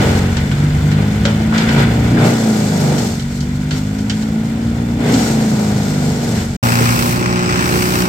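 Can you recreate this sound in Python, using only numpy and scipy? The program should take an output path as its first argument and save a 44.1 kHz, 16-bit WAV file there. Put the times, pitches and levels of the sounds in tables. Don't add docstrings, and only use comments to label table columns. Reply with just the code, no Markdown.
import sys
import numpy as np
from scipy import signal
from scipy.fft import rfft, irfft, next_fast_len
from scipy.io import wavfile

SR = 44100
rng = np.random.default_rng(int(sys.argv[2]) if len(sys.argv) > 2 else 0)


def digitize_waveform(pressure):
    field = np.atleast_2d(pressure).T
    bounded = np.clip(field, -1, 1)
    quanta = np.round(bounded * 32767).astype(np.int16)
    wavfile.write(sys.argv[1], SR, quanta)


N = 356328
TIME = np.arange(N) / SR
CHIPPER_END_S, CRANE_START_S = 6.567, 6.627

# (f/Hz, likeness 0-1)
YARD_LIKENESS = [(130, .99), (290, 0.97), (640, 0.47), (1400, 0.03), (15000, 0.16)]
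# (f/Hz, likeness 0-1)
CRANE_LIKENESS = [(60, 0.96), (130, 1), (300, 0.29), (700, 1), (1400, 0.81), (3000, 0.26), (15000, 0.14)]


def chipper():
    # (t/s, f/Hz)
    shaft_speed = [(0, 47.32), (0.12, 45.87), (0.27, 45.42), (0.65, 48.71), (1.3, 53.6), (2, 58.06),
                   (2.19, 59.06), (2.3, 58.13), (2.75, 50.6), (3.1, 45.75), (3.95, 52.1), (4.65, 57.18),
                   (5.07, 59.5), (5.3, 56.2), (5.75, 51.6), (6.4, 45.8), (6.56, 46.65)]
    # (f/Hz, left minus right level/dB)
    yard_balance = [(60, 0.5), (110, 0.0), (200, 0.0), (380, 1), (700, 1.5), (1290, 2), (2380, 1.5),
                    (4400, -3.5), (8120, 7), (15000, 3)]
    # (free level/dB, rise/(dB/Hz), steady cut level/dB, first bite level/dB, close gain/dB)
    knife_levels = (-34, 0.46, -24.5, -17, 5)
    # (free level/dB, rise/(dB/Hz), steady cut level/dB, first bite level/dB, close gain/dB)
    splinter_levels = (-40.5, 0.06, -36.5, -26.5, 6)
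    widen_from_s, widen_to_s = 2.15, 2.38
    speed_hz, = curves(shaft_speed)
    turns = np.cumsum(speed_hz) / SR
    close = np.clip((widen_to_s - TIME) / (widen_to_s - widen_from_s), 0, 1)
    load, _, boom_change_db = branches()
    stick_knife, stick_splinter, stick_spray = sticks()
    knife = effort(knife_levels, speed_hz, close, stick_knife)
    splinter = effort(splinter_levels, speed_hz, close, stick_splinter)
    clicks, bite = strokes(turns + .009 * wander(55), uneven_db=3.5, scatter_db=1.4, decay_s=.008)
    machine = engine_drone(speed_hz, turns, load, close) + engine_lope(speed_hz, turns, close)
    machine = machine + deep_boom(boom_change_db, close) + housing_rumble(speed_hz, close)
    machine = machine + drum_growl(clicks, knife) + whistle(speed_hz, load, close)
    wood = cutting_rasp(bite, knife) + splitting(bite, splinter) + hood_knocks(splinter)
    wood = wood + chip_spray(speed_hz, close, stick_spray) + snaps() + log_knocks()
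    return place(machine + wood, yard_balance)


def engine_drone(speed_hz, turns, load, close):
    # (f/Hz, level/dB)
    pipe_waves = [(46, -30.5), (53, -39), (56, -36), (60, -29), (91, -20), (94.5, -34.5), (104, -22),
                  (110.5, -36), (116, -21), (137, -25.5), (145, -21.5), (155, -23.5), (160, -35),
                  (166, -23.5), (176, -23), (192, -31.5), (220, -19.5), (236, -22.5), (258, -21.5),
                  (280, -29.5), (296, -29.5)]
    # (level re standing wave/dB, change per unit load/dB, close gain/dB)
    shaft_orders = [(1.5, -13, 1), (-2, 0.5, 7), (-0.5, 0.5, 6), (1.5, 2, 2), (-2.5, 1, -2)]
    wave_hz, wave_db = np.transpose(pipe_waves)
    orders_db = []
    for k, (db, load_db, close_db) in enumerate(shaft_orders, 1):
        standing_db = np.interp(k * speed_hz, wave_hz, wave_db)
        orders_db.append(standing_db + db + load_db * load + close_db * close)
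    return exhaust(turns, orders_db, flutter_db=1.1, flutter_rate=18, lag_turns=.03)


def engine_lope(speed_hz, turns, close):
    # (shaft order, relative level/dB)
    half_orders = [(2.5, -3), (3.5, -5.5), (4.5, -5.5), (5.5, -15.5), (6.5, -27)]
    # (free level/dB, rise/(dB/Hz), steady cut level/dB, first bite level/dB, close gain/dB)
    lope_levels = (-48, 3, -25.5, -37, 4.5)
    tones = 0
    for order, db in half_orders:
        phase = 2 * np.pi * (order * turns + rng.random())
        tones = tones + undb(db + 5.4 * wander(13)) * np.sin(phase)
    return effort(lope_levels, speed_hz, close) * np.sqrt(2) * tones


def deep_boom(change_db, close):
    # (f/Hz, level/dB)
    boom_bands = [(18, -71), (30, -41), (42, -13), (56, -18), (69, 1), (84, -8), (110, -6.5), (170, -60)]
    return undb(-28.5 + change_db + 6 * close) * tint(YARD_LIKENESS, boom_bands)


def housing_rumble(speed_hz, close):
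    # (f/Hz, level/dB)
    housing_bands = [(55, -27), (90, -5.5), (130, 8), (190, 5.5), (260, -1), (340, -5.5), (600, -51.5)]
    # (free level/dB, rise/(dB/Hz), steady cut level/dB, first bite level/dB, close gain/dB)
    housing_levels = (-19, 0.02, -23, -12, 4.5)
    return undb(-6.5) * effort(housing_levels, speed_hz, close) * tint(YARD_LIKENESS, housing_bands)


def drum_growl(clicks, knife):
    # (f/Hz, level/dB)
    drum_bands = [(20, -85), (70, -46), (130, 8.5), (220, 4), (320, -2), (430, 1), (560, -5.5), (780, -5),
                  (950, -12), (1400, -42)]
    return undb(2.5) * knife * ring(clicks, drum_bands, .017, YARD_LIKENESS)


def cutting_rasp(bite, knife):
    # (f/Hz, level/dB)
    cutting_bands = [(180, -16.5), (300, -0.5), (376, -7.5), (431, 0), (630, -7), (791, -7.5),
                     (1100, -15.5), (1300, -12.5), (1690, -45.5), (2860, -120)]
    return undb(-4) * knife * tint(YARD_LIKENESS, cutting_bands, bite + 2)


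def splitting(bite, splinter):
    # (f/Hz, level/dB)
    splinter_bands = [(560, -23.5), (950, -3), (1150, -8), (1450, 0.5), (1740, -4), (2020, -1.5),
                      (2340, -4), (2540, -7.5), (3020, -7.5), (3230, -11), (3510, -7), (3760, -17.5),
                      (4200, -14), (5460, -32), (9240, -120)]
    ragged = (bite + 7) * undb(0.36 * wander(160) + 0.3 * wander(30))
    return undb(3.5) * splinter * tint(YARD_LIKENESS, splinter_bands, ragged)


def hood_knocks(splinter, rate=280, scatter_db=2, size=4096):
    # (f/Hz, width/Hz, level/dB)
    hood_modes = [(1458, 102, 3), (1740, 210, -12), (2325, 12, 0.5), (2700, 41, -19), (3050, 14, -0.5),
                  (3520, 185, -6), (4100, 93, -5), (4840, 120, -6.5)]
    strengths = undb(scatter_db * np.clip(rng.standard_normal(N), -2, 1))
    hits = (rng.random(N) < rate / SR) * strengths
    out, t = 0, TIME[:size]
    for hz, width_hz, db in hood_modes:
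        mode = np.exp(-np.pi * width_hz * t) * np.sin(2 * np.pi * (hz * t + rng.random((2, 1))))
        mixed_hits = hits * (rng.random(N) - .5)
        rung = signal.oaconvolve([mixed_hits], mode, axes=1)[:, :N]
        out = out + undb(db) * np.sqrt(width_hz) * unit(rung)
    return undb(-3.5) * splinter * unit(out)


def chip_spray(speed_hz, close, stick_spray):
    # (f/Hz, level/dB)
    spray_bands = [(1760, -11.5), (3000, -6), (3190, -6.5), (3830, -1), (4220, 1.5), (5120, 0), (5380, 3),
                   (5850, 0), (7410, 1), (8630, -3.5), (9780, -17), (11700, -10.5), (14600, -13),
                   (15400, -38), (15800, -19)]
    # (free level/dB, rise/(dB/Hz), steady cut level/dB, first bite level/dB, close gain/dB)
    spray_levels = (-41.5, -0.15, -31.5, -32, 2.5)
    chips = effort(spray_levels, speed_hz, close, stick_spray, delay_s=0.028)
    patter = undb(1.3 * wander(900) + 1.05 * wander(70))
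    return undb(1.0) * chips * tint(YARD_LIKENESS, spray_bands, patter)


def snaps(size=11025):
    # (t/s, approximate peak level/dB, decay/s, brightness/dB)
    twig_breaks = [(0.368, -11, 0.0092, -10), (0.514, -13.5, 0.017, -16.5), (0.915, -12.5, 0.012, -14),
                   (1.2525, -2.5, 0.0089, -13.5), (1.28, -15, 0.011, -14), (1.5242, -8.5, 0.023, -42),
                   (1.579, -9.5, 0.013, -4), (1.6886, -7.5, 0.0083, -14), (1.8011, -13, 0.0097, -33),
                   (2.1703, -6.5, 0.012, -28), (2.9813, -13, 0.01, -2), (3.1953, -18, 0.016, -8),
                   (3.405, -19, 0.011, 1), (3.708, -11.5, 0.025, -10.5), (3.76, -22, 0.012, -9),
                   (3.9858, -21, 0.0067, 2), (4.0971, -7, 0.011, -8.5), (4.2223, -22, 0.012, 0),
                   (5.139, -10, 0.012, -3)]
    # (f/Hz, level/dB)
    twig_bands = [(500, -8.5), (1200, -8), (1450, 4), (1700, 0), (2750, -6), (3080, 3), (3400, -3.5),
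                  (4400, -4), (4750, -4.5), (5100, -13), (5450, -3.5), (5900, -10), (7500, -12),
                  (9500, -32), (15000, -46)]
    out, t = np.zeros((2, N + size)), TIME[:size]
    for s, db, decay_s, bright_db in twig_breaks:
        tails = np.exp(-t / max(decay_s, .002)) + undb(-8) * np.exp(-t / 0.038)
        shape = (1 - np.exp(-t / 0.0002)) * tails
        spectrum = [(hz, d + (bright_db + 12) * np.clip(np.log2(hz / 2500), -1, 1)) for hz, d in twig_bands]
        start = int(s * SR)
        crack = undb(db - 12) * shape * unit(colour(noise(YARD_LIKENESS, size), spectrum))
        out[:, start:start + size] += crack
    return out[:, :N]


def log_knocks():
    # (t/s, f/Hz, peak level/dB, decay/s)
    tray_knocks = [(0.636, 329, -23, 0.027), (1.255, 564, -19, 0.041)]
    return sum(undb(db) * gate(s, s, 0.0035, decay_s) * np.sin(2 * np.pi * hz * (TIME - s))
               for s, hz, db, decay_s in tray_knocks)


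def whistle(speed_hz, load, close):
    whistle_hz, width_hz, from_speed_hz = 13950, 220, 48.5
    on = np.clip(speed_hz - from_speed_hz, 0, 1) * np.clip(1 - load, 0, 1)
    carrier = np.sin(2 * np.pi * whistle_hz * TIME)
    ears = np.array([unit(wander(width_hz) * carrier) for _ in range(2)])
    return undb(-62 + 4 * close) * on * ears


def branches(delay_s=0):
    # (bite t/s, end t/s, first bite level/dB, bite decay/s, steady cut level/dB, boom change/dB)
    branch_cuts = [(0.03, 0.143, -5.5, 0.23, -5, -1), (2.27, 3.062, -3.5, 0.13, 1, -6),
                   (5.1, 6.392, -2.5, 0.2, -1, -2.5)]
    attack_s, release_s = 0.093, 0.095
    steady, first, boom_db = 0, 0, 0
    for s, end_s, first_db, decay_s, steady_db, change_db in branch_cuts:
        in_drum = gate(s + delay_s, end_s + delay_s, attack_s, release_s)
        steady = steady + undb(steady_db) * in_drum
        first = first + undb(first_db) * gate(s + delay_s, s + delay_s, attack_s, decay_s)
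        boom_db = boom_db + change_db * in_drum
    return steady, first, boom_db


def sticks():
    # (t/s, length/s, knife blow level/dB, splintering level/dB, spray level/dB)
    stick_cuts = [(0.356, 0.036, -38, -39, -47), (0.966, 0.05, -31, -42, -52),
                  (1.254, 0.027, -30, -36, -50), (1.388, 0.033, -33.5, -50, -48),
                  (1.532, 0.09, -34, -31.5, -37.5), (1.666, 0.088, -30.5, -34, -39),
                  (1.774, 0.054, -27, -31, -36.5), (1.883, 0.23, -34, -44.5, -43),
                  (2.81, 0.17, -24.5, -39.5, -43), (3.306, 0.1, -50, -52, -42.5),
                  (3.73, 0.048, -32, -38.5, -34), (4.13, 0.1, -51, -44, -40),
                  (5.116, 0.19, -34, -38.5, -28.5), (6.33, 0.076, -39, -35.5, -36)]
    attack_s, release_s = 0.026, 0.047
    return sum(undb(levels_db)[:, None] * gate(s + attack_s, s + length_s, attack_s, release_s)
               for s, length_s, *levels_db in stick_cuts)


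def effort(levels_db, speed_hz, close, stick=0, delay_s=0):
    free_db, db_per_hz, steady_db, first_db, close_db = levels_db
    steady, first, _ = branches(delay_s)
    free = undb(free_db + db_per_hz * (speed_hz - 52))
    power = free ** 2 + (undb(steady_db) * steady) ** 2 + (undb(first_db) * first) ** 2 + stick ** 2
    return undb(close_db * close) * np.sqrt(power)


def crane(lag_s=.0004):
    # (t/s, f/Hz)
    firing_rate = [(6.64, 58.78), (7, 59.36), (7.3, 60.12), (8.05, 60.75)]
    # (f/Hz, left minus right level/dB)
    crane_tilt = [(60, -3.5), (110, 1.5), (200, -1.5), (380, -1), (700, -1.0), (1290, -0.5), (2380, 6),
                  (4400, -10.5), (8120, 8), (15000, 1.5)]
    firing_hz, = curves(firing_rate)
    turns = np.cumsum(firing_hz) / SR
    _, knock = strokes(turns, uneven_db=3.5, scatter_db=1.8, decay_s=.005)
    engine = crane_drone(firing_hz, turns) + engine_block(turns) + engine_mounts(turns)
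    surface = clatter(knock) + hiss(knock) + crane_rumble()
    left, right = place(engine + surface, crane_tilt)
    return np.array([np.roll(left, int(lag_s * SR)), right])


def crane_drone(firing_hz, turns):
    # (level at 60 Hz/dB, rise/(dB/Hz of firing rate))
    firing_orders = [(-33, 2), (-22, -4.2), (-23, 3.7), (-25.5, -6), (-35.5, 11), (-39.5, 2.5), (-38.5, 3)]
    panel_hz, panel_width_hz, panel_db = 361, 8, 15
    orders_db = []
    for k, (db, db_per_hz) in enumerate(firing_orders, 1):
        hum_db = panel_db * np.exp(-((k * firing_hz - panel_hz) / panel_width_hz) ** 2)
        orders_db.append(db + db_per_hz * (firing_hz - 60) + hum_db)
    return exhaust(turns, orders_db, flutter_db=1.1, flutter_rate=14, lag_turns=.035)


def engine_block(turns):
    # (f/Hz, level/dB)
    block_bands = [(20, -62), (330, -9), (460, -14), (530, 2), (600, 1.5), (700, -2), (800, 4), (1000, -2),
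                   (1350, 3), (1700, -15), (2600, -29.5)]
    clicks, _ = strokes(turns + .008 * wander(60), uneven_db=3.5, scatter_db=1.4, decay_s=.005)
    level_db = -26.5 + 8 * np.exp(-np.maximum(TIME - CRANE_START_S, 0) / 0.25)
    return undb(level_db) * ring(clicks, block_bands, .013, CRANE_LIKENESS)


def engine_mounts(turns):
    # (f/Hz, level/dB)
    mount_bands = [(20, -51), (50, -19), (88, -11), (150, -3), (210, -11), (270, -7.5), (330, -5),
                   (450, -5), (800, -40)]
    rocking = np.diff(np.floor(turns) % 2, prepend=0) * undb(5.4 * wander(25))
    return undb(-28.5) * ring(rocking, mount_bands, 0.0063, CRANE_LIKENESS)


def clatter(knock):
    # (f/Hz, level/dB)
    clatter_bands = [(250, -19), (600, -9), (1050, -1.5), (1400, 1), (1900, -5.5), (2600, -4), (3300, -14),
                     (4300, -15), (5500, -9.5), (7000, -17.5), (8200, -12.5), (10000, -50), (13000, -55)]
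    # (t/s, level/dB)
    clatter_course = [(6.66, -27), (6.838, -24.5), (7.134, -30), (7.576, -26), (8.052, -28.5), (8.06, -28)]
    level_db, = curves(clatter_course)
    rattle = (knock + 1.35) * undb(1.2 * wander(400))
    return undb(level_db + 6.5) * tint(CRANE_LIKENESS, clatter_bands, rattle)


def hiss(knock):
    # (f/Hz, level/dB)
    hiss_bands = [(9000, 0), (11000, -10), (12200, 1), (15800, -3)]
    # (full at t/s, until t/s, level/dB)
    hiss_swells = [(6.63, 6.9, -25), (7.0, 7.11, -23.5), (7.805, 8.01, -24.5)]
    swells = [undb(db) * gate(s, end_s, 0.22, 0.067) for s, end_s, db in hiss_swells]
    level = np.hypot(np.max(swells, axis=0), undb(-40))
    return level * tint(CRANE_LIKENESS, hiss_bands, knock + 4)


def crane_rumble():
    # (f/Hz, level/dB)
    rumble_bands = [(25, -21), (48, -6), (90, 0.5), (200, 2), (330, -4), (500, -18), (900, -54)]
    return undb(-21.5) * tint(CRANE_LIKENESS, rumble_bands)


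def exhaust(turns, orders_db, flutter_db, flutter_rate, lag_turns):
    out = 0
    for k, db in enumerate(orders_db, 1):
        gain = np.sqrt(2) * undb(db + flutter_db * wander(flutter_rate))
        out = out - gain * np.cos(2 * np.pi * k * (turns - lag_turns * k))
    return out


def strokes(turns, uneven_db, scatter_db, decay_s):
    count = np.floor(np.maximum.accumulate(np.abs(turns))).astype(int)
    starts = np.flatnonzero(np.diff(count, prepend=-1))
    scatter = scatter_db * rng.standard_normal(1024)[count]
    sizes = undb(uneven_db * (count % 2 - .5) + scatter)
    clicks = np.zeros(N)
    clicks[starts] = sizes[starts]
    since_blow_s = TIME - TIME[starts][count]
    return clicks, unit(sizes * np.exp(-since_blow_s / decay_s))


def ring(clicks, spectrum, decay_s, likeness, size=4096):
    modes = rfft(noise(likeness, size) * np.exp(-TIME[:size] / decay_s))
    body = np.roll(irfft(modes / np.abs(modes)), size // 16, axis=1)
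    smeared = signal.oaconvolve(clicks[None], body, axes=1)[:, :N]
    return unit(colour(smeared, spectrum))


def gate(start_s, end_s, attack_s, release_s):
    rise = (np.minimum(TIME - start_s, 0) / attack_s) ** 2
    fall = np.maximum(TIME - end_s, 0) / release_s
    return np.exp(-rise - fall)


def tint(likeness, spectrum, envelope=1):
    return unit(colour(noise(likeness) * envelope, spectrum))


def noise(likeness, size=N):
    padded = 2 * next_fast_len(size // 2 + 1, real=True)
    alike = np.clip(over_bins(likeness, padded), 0, 1)
    mid, side = rfft(rng.standard_normal((2, padded))) * np.sqrt([(1 + alike) / 2, (1 - alike) / 2])
    return irfft([mid + side, mid - side])[:, :size]


def colour(x, spectrum, size=8192):
    cepstrum = irfft(np.log(undb(over_bins(spectrum, size))))
    cepstrum[1:size // 2] *= 2
    cepstrum[size // 2 + 1:] = 0
    response = irfft(np.exp(rfft(cepstrum)))[:size // 2]
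    filtered = signal.oaconvolve(np.atleast_2d(x), response[None], axes=1)
    return filtered[:, :x.shape[-1]].reshape(x.shape)


def place(x, balance):
    return np.array([colour(ear, [(hz, sign * db / 2) for hz, db in balance]) for ear, sign in zip(x, (1, -1))])


def wander(rate):
    return unit(np.interp(TIME * rate, np.arange(16384), rng.standard_normal(16384)))


def curves(table):
    s, *columns = np.transpose(table)
    return [np.interp(TIME, s, column) for column in columns]


def over_bins(points, size):
    hz, value = np.transpose(points)
    bins_hz = np.maximum(np.fft.rfftfreq(size, 1 / SR), 1)
    return np.interp(np.log(bins_hz), np.log(hz), value)


def undb(db):
    return 10 ** (np.asarray(db) / 20)


def unit(x):
    return x / np.sqrt(np.mean(x ** 2))


def scene():
    fade_s = .004
    chipper_on = np.clip((CHIPPER_END_S - TIME) / fade_s, 0, 1)
    crane_on = np.clip((TIME - CRANE_START_S) / fade_s, 0, 1)
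    return chipper() * chipper_on + crane() * crane_on


def record(dry):
    low_pass = signal.ellip(10, .2, 80, 15800, fs=SR, output="sos")
    return signal.sosfilt(low_pass, np.clip(dry, -1, 1))


dry = scene()
out = record(dry)
digitize_waveform(out)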